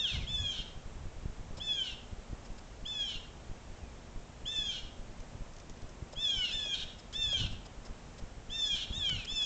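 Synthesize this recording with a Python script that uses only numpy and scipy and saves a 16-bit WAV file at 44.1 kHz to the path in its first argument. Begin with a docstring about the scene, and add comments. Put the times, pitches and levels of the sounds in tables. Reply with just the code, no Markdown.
"""A fenced backyard, heard from a small hand-held camera, with blue jays scolding in the trees around it.
Each jeer is an arched, down-slurred whistle, strongest on its fourth harmonic; most break into a rasp.
Ground, fence and houses throw the calls back over a quiet hush and the hum of a distant fan.
Right at the microphone are puffs of wind, soft thumps and tiny whirrs of the lens motor.
Midway a far bird whistles once, and a few dry ticks follow."""
import sys
import numpy as np
from scipy import signal
from scipy.fft import rfft, irfft, next_fast_len
from scipy.io import wavfile
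from scipy.ndimage import map_coordinates

SR = 44100
rng = np.random.default_rng(int(sys.argv[2]) if len(sys.argv) > 2 else 0)


def wav_out(sig):
    """Save sig, one row per channel (or a flat mono array), as 16-bit PCM at SR to the path in sys.argv[1]."""
    wavfile.write(sys.argv[1], SR, np.round(np.clip(np.atleast_2d(sig).T, -1, 1) * 32767).astype(np.int16))


N = 416744
TIME = np.arange(N) / SR


def amp(db):
    """Decibels to gain."""
    return 10 ** (np.asarray(db) / 20)


def ramp(t, start, length):
    """Rises from zero to one over the given length."""
    return np.clip((t - start) / length, 0, 1)


def unit_rms(x):
    """Scales to an rms of one."""
    return x / np.sqrt(np.mean(x ** 2) + 1e-20)


def coloured(x, points):
    """Filters by a spectrum of (Hz, dB) points."""
    hz, db = np.transpose(points)
    size = next_fast_len(len(x))
    bins = np.fft.rfftfreq(size, 1 / SR)
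    gain = amp(np.interp(np.log(bins + 1), np.log(hz + 1), db))
    return irfft(rfft(x, size) * gain, size)[:len(x)]


def noise(points, size):
    """Noise of unit rms with the given spectrum."""
    return unit_rms(coloured(rng.standard_normal(size), points))


def wander(t, rate_hz):
    """Smooth random motion of about unit size."""
    knots = rng.standard_normal(4096)
    return map_coordinates(knots, [(t - t[0]) * rate_hz * 2], order=3, mode="wrap")


def phase_of(hz):
    """Running phase in radians of a moving pitch."""
    return 2 * np.pi * np.cumsum(hz) / SR


def add(mix, s, sound):
    """Mixes a sound in at time s; what comes before time zero is dropped."""
    at = round(s * SR)
    sound = sound[max(-at, 0):]
    part = mix[max(at, 0):][:len(sound)]
    part += sound[:len(part)]


def jeer_pitch(t, crest_s, break_s, crest_hz, break_hz, roundness,
               flick_hz=150.4, flick_s=0.00402, scoop_hz=111.7, dive_hz_per_s=600):
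    """A flick and a scoop up to the crest, a long slur down, and a dive after the voice breaks."""
    flick = flick_hz * np.exp(-t / flick_s)
    scoop = scoop_hz * (1 - ramp(t, 0, crest_s)) ** (1.85 * roundness ** 2)
    drop_hz, slur_s = crest_hz - break_hz, break_s - crest_s
    slur = drop_hz * ramp(t, crest_s, slur_s) ** roundness
    dive = (dive_hz_per_s + 0.6 * drop_hz / slur_s) * np.maximum(t - break_s, 0)
    return crest_hz - flick - scoop - slur - dive


# The body of a jay's voice, and its shrill top. Each row: harmonic number, relative level in dB.
BODY_HARMONICS = [(1, -40), (2, -23), (3, -18), (4, 0), (5, -24)]
TOP_HARMONICS = [(6, -2), (7, -4.5), (8, -6), (9, -10.5), (10, -14.5), (11, -26)]
# The throat, which damps a narrow band; the hoarse hiss round the top; the closing rasp.
# Each row: frequency in Hz, gain in dB.
THROAT_COLOUR = [(2500, 2.5), (4000, 1.5), (4400, -0.5), (4700, -14.5), (5050, -0.5), (5350, 1.5),
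                 (5850, -6), (6400, 3), (7200, -1), (7800, -8)]
HOARSE_COLOUR = [(1200, -18), (2600, -9), (4000, -7.5), (4700, -11.5), (5300, -8), (7200, 8), (8500, -21)]
RASP_COLOUR = [(1200, -37.5), (1500, -13), (2000, -29.5), (2600, -12.5), (2850, -9.5), (3250, -6),
               (3600, -3.5), (4300, -10), (4650, -24.5), (5400, -16.5), (7000, -25), (8500, -30.5)]
def jeer(crest_s, break_s, crest_hz, break_hz, roundness, hold_db, swell_db, overtone_db, rasp_db,
         swell_s=0.096, crack_s=0.036, rasp_s=0.1, rattle_hz=200, attack_s=0.012, cut_s=0.018):
    """One jay in the branches: a hoarse tone swells and holds, then breaks, shakes and rattles."""
    t = np.arange(0, break_s + rasp_s, 1 / SR)
    hz = jeer_pitch(t, crest_s, break_s, crest_hz, break_hz, roundness)
    broken = ramp(t, break_s - crack_s / 2, crack_s)
    release = ramp(t, break_s, rasp_s)
    below_full_db = swell_db * (1 - ramp(t, 0, swell_s))
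    body_db = hold_db - below_full_db - 6 * broken - 3.5 * release + 1.38 * wander(t, 45)
    top_db = overtone_db - 0.79 * below_full_db - 4 * release
    rasp_gain = amp(rasp_db) * broken
    roughness = np.minimum(rasp_gain, 1)
    jitter = (0.0026 + 0.0088 * roughness) * wander(t, 250)
    phase = phase_of(hz * (1 + jitter))
    # the voice starts an octave up: the odd harmonics swell in as its period doubles
    doubled = ramp(t, 0, 0.03) ** 2
    tone = amp(top_db - 13) * noise(HOARSE_COLOUR, len(t))
    for harmonics, level_db in ((BODY_HARMONICS, body_db), (TOP_HARMONICS, top_db)):
        for k, db in harmonics:
            # all but the fourth fade in and out along the many paths among the branches
            depth = 0.48 * (k != 4)
            paths = (1 + depth * (wander(t, 20) + 1j * wander(t, 20))) / np.sqrt(1 + 2 * depth ** 2)
            partial = (paths * np.exp(1j * k * phase)).imag
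            throat_db = np.interp(k * hz, *np.transpose(THROAT_COLOUR))
            tone += amp(level_db + db + throat_db) * doubled ** (k % 2) * partial
    tone *= amp(-0.06 * np.maximum(720 - hz, 0))  # the tone weakens as the pitch sinks below 720 Hz
    rattle = 0.16 * np.sin(phase_of(rattle_hz * (1 + 0.2 * wander(t, 40))))
    rasp = amp(body_db) * rasp_gain * unit_rms((1 + rattle) * noise(RASP_COLOUR, len(t)))
    voice = (tone * (1 + rattle * roughness) + rasp) / np.sqrt(1 + rasp_gain ** 2)
    return voice * ramp(t, 0, attack_s) * ramp(t[-1] - t, 0, cut_s)


def ground_bounce(call, lag_ms, notch_hz, bounce_db=-8.5):
    """Adds the bounce off the ground, which by turns lifts and thins the tone as its pitch slides."""
    size = next_fast_len(len(call) + SR // 50)
    turns = (np.fft.rfftfreq(size, 1 / SR) - notch_hz) * lag_ms / 1000
    comb = 1 - amp(bounce_db) * np.exp(-2j * np.pi * turns)
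    return irfft(rfft(call, size) * comb, size)


def wall_echo(call, spread_s=0.012):
    """The house wall returns a call as a short cluster of reflections."""
    t = np.arange(SR // 10) / SR
    cluster = rng.standard_normal(len(t)) * t * np.exp(-2 * t / spread_s)
    return signal.fftconvolve(call, cluster / np.linalg.norm(cluster))


# Jeers from the trees round the yard. Each row: start in seconds, times from there to the crest and to
# the break in seconds, pitches at the crest and at the break in Hz, roundness of the arch (under 1 is
# pointed), body level in dB, swell up to it in dB, top level in dB, rasp against the tone in dB,
# lag of the ground bounce in milliseconds, frequency it thins in Hz, wall echo in dB.
JEERS = [ (-.07, 0.077, .153, 913, 704, 1.4, -31.5, 3.2, -51.5, -3, 1.76, 3525, -7),
         (.265, .06, 0.27, 881, 778, 1.19, -37, 6, -50, 0.5, 4.9, 3364, -12.5),
         (1.596, 0.054, 0.25, 881, 751, 1.2, -35, 9.2, -51, -3, 3.83, 3262, -22),
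         (2.85, 0.052, .24, 878, 767, 1.36, -36.5, 4.3, -52, -2, 3.65, 3452, -14.5),
         (4.452, .08, .262, 891.6, 785, 1.25, -36.5, 0.82, -50, 0, 3.48, 3600, -11.5),
         (6.154, 0.069, .292, 905, 721, .74, -32.5, 14, -47, -3.5, 1.55, 3100, -19),
         (6.503, 0.048, 0.25, 893, 790.4, .95, -35.5, 0.84, -50, 8.5, 1.46, 3350, -11.5),
         (7.128, .073, .254, 900, 770.5, 1.23, -33.5, 9.3, -47, 0, 3.4, 3365, -17),
         (8.495, 0.08, .27, 902.6, 775, 1.26, -34, 10.2, -45.5, 4, 3.68, 3371, -13),
         (8.92, .06, .235, 940, 712, 0.67, -35, 4.2, -49, -7, 1.24, 3620, -25),
         (9.267, .08, 0.25, 889, 781, 1.16, -34.5, 9, -45.5, -15, 1.59, 3625, -25), ]
def jays(wall_delay_s=0.073):
    """Each call reaches the microphone directly, off the ground, and later off the house."""
    calls = np.zeros(N)
    for start, *voice, lag_ms, notch_hz, wall_db in JEERS:
        call = jeer(*voice)
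        add(calls, start, ground_bounce(call, lag_ms, notch_hz))
        add(calls, start + wall_delay_s, amp(wall_db) * wall_echo(call))
    return calls


# Echoes off the fence and trees. Each row: delay in seconds, level against the call in dB.
YARD_ECHOES = [(.01, -14), (.024, -17.5), (.047, -28.5), (.104, -19.5)]
# What the yard scatters back. Each row: frequency in Hz, gain in dB.
YARD_COLOUR = [(1500, 4.5), (3300, 3.5), (4400, -0.5), (5500, 4), (8000, -24.5)]
def yard(calls, scatter_db=-17, t60_s=0.6, build_s=0.042):
    """Adds a few distinct echoes and a tail scattered by leaves and boards."""
    t = np.arange(SR) / SR
    tail = noise(YARD_COLOUR, SR) * amp(-60 * t / t60_s) * ramp(t, 0, build_s) ** 2
    response = amp(scatter_db) * tail / np.linalg.norm(tail)
    for delay, db in YARD_ECHOES:
        add(response, delay, amp([db]))
    return calls + signal.fftconvolve(calls, response)[:N]


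# The quiet air all round the microphone. Each row: frequency in Hz, relative density in dB.
HUSH_COLOUR = [(12, -39.5), (20, 1.5), (54, -3), (198, -12.5), (243, -13.5), (290, -16), (639, -17),
               (845, -20), (1680, -26), (3260, -29.5), (4660, -33.5), (5420, -32), (7180, -32), (7750, -31),
               (8800, -55.5), (11400, -85), (19400, -120)]
def hush(level_db=-50):
    """Nearly steady outdoor air and hiss."""
    return amp(level_db + 0.2 * wander(TIME, 1.8)) * noise(HUSH_COLOUR, N)


def distant_fan(hum_hz=234.1, level_db=-66.5):
    """A fan a long way off hums on one tone, wavering in pitch and level."""
    phase = phase_of(hum_hz * (1 + 0.02 * wander(TIME, 8)))
    return amp(level_db) * unit_rms((1 + 0.26 * wander(TIME, 4)) * np.sin(phase))


# Wind on the microphone. Each row: time of the peak in seconds, level in dB, half length in seconds.
WIND_PUFFS = [(0.17, -35, 0.03), (0.324, -43.5, .06), (0.428, -39.5, 0.027), (1.027, -49.5, 0.071),
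              (1.55, -46, 0.073), (5.33, -46, 0.023), (7.29, -43.5, 0.038), (7.429, -34, 0.032),
              (7.513, -44.5, 0.086), (8.978, -43.5, 0.048), (9.153, -44, 0.045)]
# Its rumble. Each row: frequency in Hz, gain in dB.
WIND_COLOUR = [(15, -7), (40, 0.5), (90, 0.5), (140, -6), (220, -16), (450, -32.5), (1200, -32.5),
               (3000, -81.5)]
def wind():
    """Low turbulence right at the microphone swells with each puff."""
    strength = sum(amp(db) * np.exp(-0.5 * ((TIME - s) / half) ** 2) for s, db, half in WIND_PUFFS)
    return strength * noise(WIND_COLOUR, N)


# The stronger dull thumps in the microphone.
# Each row: start in seconds, strength of the push in dB, its length in seconds.
THUMPS = [(.227, -32.5, 0.009), (0.59, -33.5, 0.012), (.762, -34.5, .013), (.859, -35.5, 0.018),
          (.956, -37, 0.012), (1.055, -31, 0.014), (1.165, -36.5, 0.02), (1.226, -35.5, 0.0088),
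          (1.255, -28.5, 0.0038), (1.284, -33, .015), (1.395, -32.5, 0.014), (1.508, -32.5, 0.021),
          (1.923, -36.5, .012), (2.126, -33.5, 0.0066), (2.185, -36.5, .011), (2.299, -37.5, 0.013),
          (2.327, -30.5, 0.0052), (2.503, -32, 0.016), (2.827, -34.5, 0.014), (3.156, -36.5, 0.016),
          (3.497, -32, 0.017), (3.7, -36.5, 0.018), (3.829, -37.5, 0.0079), (4.16, -32.5, 0.016),
          (4.436, -37, .013), (4.586, -36, 0.014), (4.834, -35.5, .016), (4.995, -36.5, 0.018),
          (5.096, -37.5, .013), (5.195, -36.5, 0.016), (5.348, -38, .006), (5.408, -32.5, 0.012),
          (5.7, -36.5, 0.013), (5.828, -34, 0.016), (6.022, -33.5, 0.0043), (6.173, -35, 0.012),
          (6.37, -35.5, 0.015), (6.543, -37, 0.015), (6.834, -37, 0.02), (7.18, -35, 0.0146),
          (7.509, -32, 0.018), (7.778, -37.5, .012), (7.898, -34.5, 0.011), (8.224, -33.5, 0.014),
          (8.372, -38, 0.01), (8.492, -36.5, 0.016), (8.733, -36, 0.013), (8.903, -30, 0.0068),
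          (9.126, -31.5, 0.0028), (9.324, -34, 0.015)]
def thumps(faint_per_s=1.5, faint_db=-46, faint_s=0.0111,
           rebound_s=0.013, slow_s=0.014, leak_hz=8, soft_hz=260):
    """Brief flat pushes, the quicker ones rebounding more; faint ones fall at random among the rest."""
    chance = rng.random((round(faint_per_s * N / SR), 2))
    faint = [(when * N / SR, faint_db, faint_s * (0.5 + size)) for when, size in chance]
    pressure = np.zeros(N)
    for start, db, length in THUMPS + faint:
        push = -np.ones(max(round(length * SR), 1))
        rebound = 1.2 * (1 - ramp(length, 0, slow_s)) * np.linspace(1, 0, round(rebound_s * SR))
        add(pressure, start, amp(db) * np.r_[push, rebound])
    # the microphone settles slowly and rounds the edges
    pressure = signal.lfilter(*signal.butter(1, leak_hz, "high", fs=SR), pressure)
    pressure = signal.lfilter(*signal.butter(1, soft_hz, fs=SR), pressure)
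    return signal.lfilter(*signal.butter(2, 2 * soft_hz, fs=SR), pressure)


# The lens motor, in the same housing as the microphone.
# Each row: start in seconds, level in dB, length in seconds, level of the knock in dB.
LENS_WHIRRS = [(1.568, -52.5, 0.028, -47), (2.448, -57, 0.021, -55), (2.578, -56.5, 0.019, -58),
               (6.124, -53.5, 0.019, -46.5), (6.65, -54, 0.016, -47), (6.984, -54.5, .022, -62),
               (7.125, -48.5, 0.025, -58), (7.321, -47.5, 0.016, -47), (7.51, -58, 0.03, -52),
               (7.651, -55, 0.021, -54), (7.849, -54.5, 0.025, -46), (8.178, -56.5, 0.024, -53),
               (9.09, -40.5, 0.011, -75), (9.246, -47.5, .014, -73), (9.413, -47.5, 0.017, -70)]
# The motor's fizz and the housing's knock. Each row: frequency in Hz, gain in dB.
WHIRR_COLOUR = [(800, -20.5), (1300, -8), (2500, -9.5), (4600, -7), (5300, 0.5), (5900, -12.5), (7200, -6),
                (9000, -19.5)]
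KNOCK_COLOUR = [(200, -21.5), (420, -13.5), (550, 9), (750, -0.5), (1200, -9), (2500, -42.5)]
def lens_motor(knock_decay_s=0.012):
    """The motor fizzes for a moment and knocks the housing halfway through."""
    fizz, knock = np.zeros(N), np.zeros(N)
    ring = np.exp(-TIME[:SR // 10] / knock_decay_s)
    for start, db, length, knock_db in LENS_WHIRRS:
        add(fizz, start, amp(db) * signal.windows.tukey(max(round(length * SR), 8), 0.3))
        add(knock, start + length / 2, amp(knock_db) * ring)
    return fizz * noise(WHIRR_COLOUR, N) + knock * noise(KNOCK_COLOUR, N)


# The course of a far bird's whistle. Each row: time in seconds, pitch in Hz, level in dB.
FAR_WHISTLE = [(3.72, 3000, -76), (3.77, 3090, -69), (3.83, 2550, -66), (3.9, 2330, -67), (3.93, 2300, -78)]
def far_bird():
    """One nearly pure slur, faint with distance."""
    s, hz, db = np.transpose(FAR_WHISTLE)
    phase = phase_of(np.interp(TIME, s, hz) * (1 + 0.0046 * wander(TIME, 90)))
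    return amp(np.interp(TIME, s, db, left=-150, right=-150)) * np.sin(phase)


# Small dry ticks, like claws on concrete. Each row: start in seconds, level in dB.
TICKS = [(4.498, -59), (4.562, -45), (4.627, -60), (5.203, -53), (5.536, -53), (5.565, -50.5), (5.584, -53),
         (5.6, -50), (5.697, -49), (5.772, -56), (5.82, -53), (5.892, -52.5)]
# Their brightness. Each row: frequency in Hz, gain in dB.
TICK_COLOUR = [(1000, -17), (2500, 1.5), (4500, -3), (5500, 6), (7200, -1), (9000, -22)]
def ticks(decay_s=0.0046):
    """Bright clicks of noise with hardly any ring."""
    envelope = np.zeros(N)
    for start, db in TICKS:
        add(envelope, start, amp(db) * np.exp(-TIME[:SR // 20] / decay_s))
    return envelope * noise(TICK_COLOUR, N)


def scene():
    """The jays out in the yard and the small noises near and far, at one microphone."""
    mix = yard(jays()) + hush() + distant_fan() + wind() + thumps() + lens_motor() + far_bird() + ticks()
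    return mix[None]


def record(dry, camera_rate_hz=16000, edge_hz=8950):
    """The camera dulls the treble, mirrors it upward with its low sample rate, and cuts off the top."""
    sound = coloured(dry[0], [(7400, 0.0048), (8200, -9), (9000, -18)])
    mirror = 2 * amp(-9) * np.cos(2 * np.pi * camera_rate_hz * TIME) * sound
    mirror = coloured(mirror, [(7000, -39.5), (8000, 10.5), (9000, -24.5)])
    low_pass = signal.firwin(401, edge_hz, window=("kaiser", 9), fs=SR)
    return signal.oaconvolve(sound + mirror, low_pass, "same")[None]


dry = scene()
out = record(dry)
wav_out(out)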